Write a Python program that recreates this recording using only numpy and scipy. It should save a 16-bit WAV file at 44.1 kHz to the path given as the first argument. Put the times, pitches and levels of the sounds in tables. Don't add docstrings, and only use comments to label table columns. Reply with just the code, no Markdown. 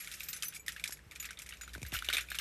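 import sys
import numpy as np
from scipy import signal
from scipy.fft import rfft, irfft
from scipy.io import wavfile

SR = 44100
rng = np.random.default_rng(int(sys.argv[2]) if len(sys.argv) > 2 else 0)


def gain_from_db(level_db):
    decades = np.asarray(level_db, float) / 20
    return 10 ** decades


def persist_wave(psi):
    counts = np.round(np.clip(psi, -1, 1) * 32767).astype(np.int16)
    wavfile.write(sys.argv[1], SR, np.atleast_2d(counts).T)


N = 106016

# (time [s], level [dB])
HUM_SWELL = [
    (0, -76),
    (1.1, -62.5),
    (1.55, -60.5),
    (1.68, -54),
    (2.4, -56.5),
]
# (frequency [Hz], level per Hz [dB])
AIR_TONE = [(55, 4), (120, -7), (165, 0), (210, -11), (480, -12.5), (750, -17.5), (2300, -18),
            (4000, -28.5), (14000, -51)]
HUM_HZ, AIR_DB = 60, -62

# (time [s], rustle level [dB])
HANDLING = [(0, -48.5), (.17, -53), (.5, -57), (.6, -76), (.72, -59), (1.0, -68), (1.25, -67), (1.6, -64.5),
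            (2.15, -54.5), (2.26, -60.5), (2.4, -55.5)]
# (frequency [Hz], level per Hz [dB])
BUNCH_TONE = [(710, -56), (1200, -13.5), (2290, -6), (3250, -10.5), (3720, -9), (4660, -12.5),
              (9570, -16.5), (14000, -17)]
RATTLE_S = 0.011
GRAINS_PER_S, GRAIN_SPREAD_DB = 10000, 2.4
GRAIN_CYCLES, SHIMMER_S = 30.0, .009

# the first four from one key, the last two from two other keys (frequency [Hz])
KEY_HZ = [6100, 10110, 10740, 13850, 11285, 13290]
# (time [s], level [dB], time to fall 60 dB [s])
KEY_HITS = [
    [(.335, -47.5, 0.71), (.45, -41.5, 0.45), (.482, -45, 0.027)],
    [(.335, -48, 0.75), (.482, -42, 0.088)],
    [(.45, -45, 0.27)],
    [(.285, -30, 0.14), (.445, -39, .2), (.482, -22.5, 0.027)],
    [(.001, -42, 0.2), (.436, -41, .15), (.924, -37.5, 0.073), (2.22, -48, .05)],
    [(.198, -42, 0.068), (.235, -41, 0.12), (1.938, -39, 0.24), (2.301, -46.5, 0.19)],
]
TAG_HZ = [6950, 7870, 10860, 12425, 2340, 8850]
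# (time [s], level [dB], time to fall 60 dB [s])
TAG_HITS = [
    [(.595, -47.5, 0.094), (.567, -50, 0.058), (.925, -45, 0.072), (1.198, -34, 0.083), (1.613, -42, 0.17),
     (2.208, -44, 0.074)],
    [(.545, -45, .06), (.595, -51, 0.081)],
    [(0.546, -40, 0.078), (.595, -53, .06), (1.882, -58, 0.081)],
    [(.595, -57, 0.15), (1.198, -42, 0.15), (1.882, -39, 0.038)],
    [(.565, -35.5, 0.028), (.595, -42, 0.049)],
    [(2.169, -35.5, 0.082), (2.302, -32, 0.019)],
]
STRIKE_S, STOP_S = .0015, .05

# (time [s], peak level [dB], body pitch [Hz], brightness [dB], after-rattle level [dB])
CLACKS_LOW = [(.003,-37,2290,-5,-14.5),(.0448,-40,2380,0,-24),(.073,-32,2240,-6,-19),(.114,-34.5,4230,-3,-8.5),(.1379,-42,2700,4.5,-8),
              (.197,-45,3030,2,-17),(.2052,-27,2540,-11.5,-15.5),(.2314,-46.5,2120,9,-7),(.2854,-36,2520,1.5,-7),
              (.3296,-28.5,4270,-3,-9),(.3635,-41,1570,-2,-6),(.4229,-25,3210,-2.5,-11.5),(.4314,-27.5,2570,-3.5,-11.5),(.4818,-44,3370,4,-14),
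              (.5232,-43.5,1520,-15,-2.5),(.5367,-44.5,2650,-6,-7),(.5457,-44,2340,1.5,-8.5),(.5516,-44.5,3850,-2,-8),(.5604,-41.5,2370,1,-8.5),
              (.6624,-44,2060,0,-6),(.672,-45,2190,-14,-16),(.6809,-23,1875,-5,-14.5),(.688,-31,1890,-18,-13),(.6958,-39,1880,-15,-18),
              (.72,-44,2680,4.5,-10),(.7625,-32.5,1700,-16,-9.5),(.7794,-40,2080,-17,-18),(.7963,-34,2280,-9,-12.5),(.839,-19.5,2340,-7,-15.5),
              (.8562,-34.5,1860,-10,-8),(.8752,-37.5,2300,3.5,-8),(.906,-45,1530,5,-9),(.9222,-36.5,1730,2.5,-9)]
# (time [s], peak level [dB], body pitch [Hz], brightness [dB], after-rattle level [dB])
CLACKS_TURN = [(.971,-44,2300,-8,-17),(.9906,-43.5,1790,-25,-25),(1.1109,-36.5,2300,-11,-12),
               (1.1185,-38.5,2130,-9,-11.5),(1.134,-58,2260,-22,-28),(1.153,-46,3000,2,-18),(1.158,-33,2350,-11.5,-10.5),(1.199,-34,2680,-6,-7.5),
               (1.2261,-35.5,2260,-6.5,-6.5),(1.2435,-32,2440,-18,-7.5),(1.253,-35,1990,-3,-8.5),(1.2888,-36,1930,-31,-8.5),(1.3066,-34.5,1520,-4.5,-11),
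               (1.3295,-40,2260,-12,-16),(1.3722,-35.5,3600,-32,-10),(1.3888,-42.5,3500,5.5,-10),(1.3973,-36,2280,-32,-14),(1.4183,-39,2640,-0.5,-8.5),
               (1.4612,-40,2050,-7.5,-6),(1.4895,-37.5,2260,-1,-10),(1.507,-38.5,1960,-35,-8),(1.5233,-32.5,2720,-32,-11),(1.5357,-40,2300,-10,-10.5),
               (1.57,-45.5,2520,-5,-14),(1.6106,-37.5,1550,-5,-7.5),(1.6327,-41,1420,-9.5,-6.5),(1.6771,-38.5,1440,-14,-9),
               (1.692,-39,3900,-15,-17)]
# (time [s], peak level [dB], body pitch [Hz], brightness [dB], after-rattle level [dB])
CLACKS_RACK = [(1.7334,-40,3740,-2,-13.5),(1.7376,-39.5,1770,-5,-12),(1.7499,-30.5,1544,-26,-25),(1.7795,-42.5,2420,-5,-32),
               (1.795,-48,2400,-15,-33),(1.8168,-39.5,2530,-1.5,-20),(1.8287,-30,2310,-5.5,-27),(1.8499,-37,1690,-27,-10),(1.8634,-40,2080,-3.5,-8.5),
               (1.92,-32,2770,-9.5,-9.5),(1.9317,-31.5,3100,-8,-8),(1.937,-31.5,1650,-2,-8),(1.947,-31.5,1460,-13,-5),
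               (1.955,-29,1455,-24,-12.5),(1.9654,-25.5,2960,-15,-11),(1.988,-26,2970,-8,-16.5),(2.0228,-27.5,1414,-28,-18),(2.0448,-32.5,2470,-4.5,-9.5),
               (2.062,-38,2300,-25,-7),(2.0867,-16,2934,-24,-13),(2.0994,-25.5,1446,-15,-9),(2.1274,-22,2320,-9.5,-8.5),(2.1345,-19,3800,-13,-10),
               (2.1454,-22,3630,-13,-6),(2.168,-17.5,2400,-13,-11.5),(2.1814,-20,2316,-20,-9.5),(2.2069,-30.5,2250,-7,-9),(2.24,-43,1510,-20,-17),
               (2.2862,-33.5,2400,-25,-18),(2.3012,-30.5,3800,-13,-8.5),(2.3161,-27.5,1624,-17,-8.5),(2.3451,-28,2320,-13.5,-6.5),(2.352,-38.5,2530,-3.5,-11),
               (2.386,-20.5,2950,-8.5,-10.5)]
BODY_CYCLES = 37
FOB_HZ, FOB_DB = 3630, -2
CONTACT_S, CRACK_S, GRIP_S = .0012, 0.0026, 0.0038

# (time [s], level [dB])
KNOCKS = [
    (0.894, -39),
    (1.758, -38.5),
    (1.7785, -40.5),
    (1.829, -37),
    (1.927, -37),
    (1.943, -34.5),
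    (2.088, -27.5),
    (2.3165, -35.5),
]
KNOCK_HZ, KNOCK_S = 600, .0025
SNAP = 1.4

# (time [s], level [dB], pitch fall [Hz])
THUDS = [
    (1.066, -51, 111),
    (1.758, -50, 502),
    (1.777, -51, 500),
    (1.817, -46.5, 444),
    (1.831, -40.5, 172),
    (1.862, -43, 25),
    (1.924, -45, 403),
    (1.938, -45, 119),
    (1.962, -41, 25),
]
THUD_END_HZ, THUD_FALL_S = 59.4, 0.00592
THUD_RISE_S, THUD_DIE_S = .012, 0.013

HALL_T60_S, HALL_DB = 0.16, -19.5
CUTOFF_HZ = 14500


def rms_one(x):
    return x / np.sqrt(np.mean(x ** 2) + 1e-20)


def coloured(x, points):
    hz = np.fft.rfftfreq(len(x), 1 / SR) + 1
    point_hz, point_db = np.transpose(points)
    gain_db = np.interp(np.log(hz), np.log(point_hz), point_db)
    return irfft(rfft(x) * gain_from_db(gain_db), len(x))


def band(x, low_hz, high_hz, order=2):
    return signal.sosfilt(signal.butter(order, [low_hz, high_hz], "band", fs=SR, output="sos"), x)


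def ring(clicks, hz, t60):
    shrink = gain_from_db(-60 / (t60 * SR))
    turn = 2 * np.pi * hz / SR
    return signal.lfilter([0, np.sin(turn)], [1, -2 * shrink * np.cos(turn), shrink * shrink], clicks + 1e-18)


def add(out, s, x):
    i = max(int(s * SR), 0)
    out[i:i + len(x)] += x[:len(out) - i]


def hum():
    t = np.arange(N) / SR
    s, db = np.transpose(HUM_SWELL)
    low_hum = np.sin(2 * np.pi * HUM_HZ * t)
    low_hum += 0.29 * rms_one(band(rng.standard_normal(N), 46.7, 72.6))
    air = coloured(rng.standard_normal(N), [(10, -43), (28, -16)] + list(AIR_TONE))
    return gain_from_db(np.interp(t, s, db)) * rms_one(low_hum) + gain_from_db(AIR_DB) * rms_one(air)


def rattle(rows):
    s, db = np.transpose(HANDLING)
    dull = gain_from_db(np.interp(np.arange(N) / SR, s, db))
    bright = dull * gain_from_db(4.0)
    t = np.arange(4000) / SR
    tail_shape = (1 - np.exp(-t / 0.00069)) * np.exp(-t / RATTLE_S)
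    for at, peak_db, _, bright_db, after_db in rows:
        tail = gain_from_db(peak_db + after_db) * tail_shape
        add(dull, at, tail)
        add(bright, at, tail * gain_from_db(bright_db + 10))

    sizes = gain_from_db(GRAIN_SPREAD_DB * np.minimum(rng.exponential(1, N), 4)) * rng.choice([-1, 1], N)
    clicks = sizes * (rng.random(N) < GRAINS_PER_S / SR)
    pitches = np.geomspace(1200, 14000, 40)
    dealt = rng.integers(0, 40, N)
    out = np.zeros(N)
    for level, low_hz, high_hz in [(dull, 1150, 4600), (bright, 4600, 16000)]:
        rings = np.zeros(N)
        for k, hz in enumerate(pitches):
            if low_hz < hz < high_hz:
                own_clicks = level * clicks * (dealt == k)
                rings += ring(own_clicks, hz, GRAIN_CYCLES / hz + SHIMMER_S) * np.sqrt(hz / 4000)
        rustle = level * rng.standard_normal(N)
        out += band(0.37 * rings + 0.42 * rustle, low_hz, high_hz, order=3)
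    shove = band(dull ** 2 * clicks, 260, 740)
    return coloured(out, BUNCH_TONE) * gain_from_db(6) + gain_from_db(24.5) * shove


def sing(modes_hz, hits):
    out, t = np.zeros(N), np.arange(4000) / SR
    strike = 1 - np.exp(-t / STRIKE_S)
    finger = np.clip((STOP_S - t) / 0.0029, 0, 1)
    for hz, strikes in zip(modes_hz, hits):
        for s, db, t60 in strikes:
            swing_hz, phase = rng.uniform(30, 80), rng.uniform(0, 2 * np.pi)
            waver = 1 + .4 * np.sin(2 * np.pi * swing_hz * t + phase)
            shape = strike * gain_from_db(-60 * t / t60) * finger * waver
            add(out, s, gain_from_db(db) * shape * np.sin(2 * np.pi * hz * t))
    return out


def clacks(rows):
    out, t = np.zeros(N), np.arange(1500) / SR
    grip = 0.17 + 0.76 * np.exp(-(t / GRIP_S) ** 2)
    swell = (1 - np.exp(-(t / CONTACT_S) ** 2)) * grip
    fob_decay = gain_from_db(-60 * t * FOB_HZ / BODY_CYCLES / 0.87)
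    noises = rng.standard_normal((len(rows), 2, 1500))
    for (s, db, hz, bright_db, _), (rough, hiss) in zip(rows, noises):
        body = np.sin(2 * np.pi * hz * t) * gain_from_db(-60 * t * hz / BODY_CYCLES)
        fob = np.sin(2 * np.pi * FOB_HZ * t + rough[0]) * fob_decay
        body += gain_from_db(FOB_DB + 0.41 * (db + 26.0)) * fob
        crack = band(hiss, 2800, 9100) * np.exp(-t / CRACK_S)
        clack = body * (1 + 0.25 * rough) + gain_from_db(bright_db + 4) * crack
        add(out, s, gain_from_db(db + 4.5) * swell * clack)
    return band(out, 780, 22000)


def knocks():
    out, t = np.zeros(N), np.arange(1500) / SR
    for (s, db), noise in zip(KNOCKS, rng.standard_normal((len(KNOCKS), 1500))):
        knock = band(noise * np.exp(-t / KNOCK_S), KNOCK_HZ / 2, KNOCK_HZ * 2, order=1)
        knock[0] += SNAP * np.abs(knock).max()
        add(out, s, gain_from_db(db) * knock / np.abs(knock).max())
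    return out


def thuds():
    out, t = np.zeros(N), np.arange(6000) / SR
    shape = (0.34 + t / THUD_RISE_S) * np.exp(-t / THUD_DIE_S) * 2
    for s, db, fall_hz in THUDS:
        hz = THUD_END_HZ + fall_hz * np.exp(-t / THUD_FALL_S)
        add(out, s, gain_from_db(db) * np.sin(2 * np.pi * np.cumsum(hz) / SR) * shape)
    return out


def hall(x):
    t = np.arange(int(.4 * SR)) / SR
    tail = band(rng.standard_normal(len(t)), 140, 7700, order=1)
    tail *= gain_from_db(-60 * t / HALL_T60_S) * (t > .004)
    return gain_from_db(HALL_DB) * signal.fftconvolve(x, tail / np.sqrt(np.sum(tail ** 2)))[:N]


def scene():
    rows = list(CLACKS_LOW) + list(CLACKS_TURN) + list(CLACKS_RACK)
    keys = rattle(rows) + sing(KEY_HZ, KEY_HITS) + sing(TAG_HZ, TAG_HITS) + clacks(rows)
    return (hum() + keys + hall(keys) + knocks() + thuds())[None]


def band_limit(x):
    return signal.sosfilt(signal.butter(12, 15300, fs=SR, output="sos"), x)


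def record(dry):
    mix = signal.sosfilt(signal.cheby2(12, 45, CUTOFF_HZ, fs=SR, output="sos"), dry)
    return band_limit(mix)


dry = scene()
out = record(dry)
persist_wave(out)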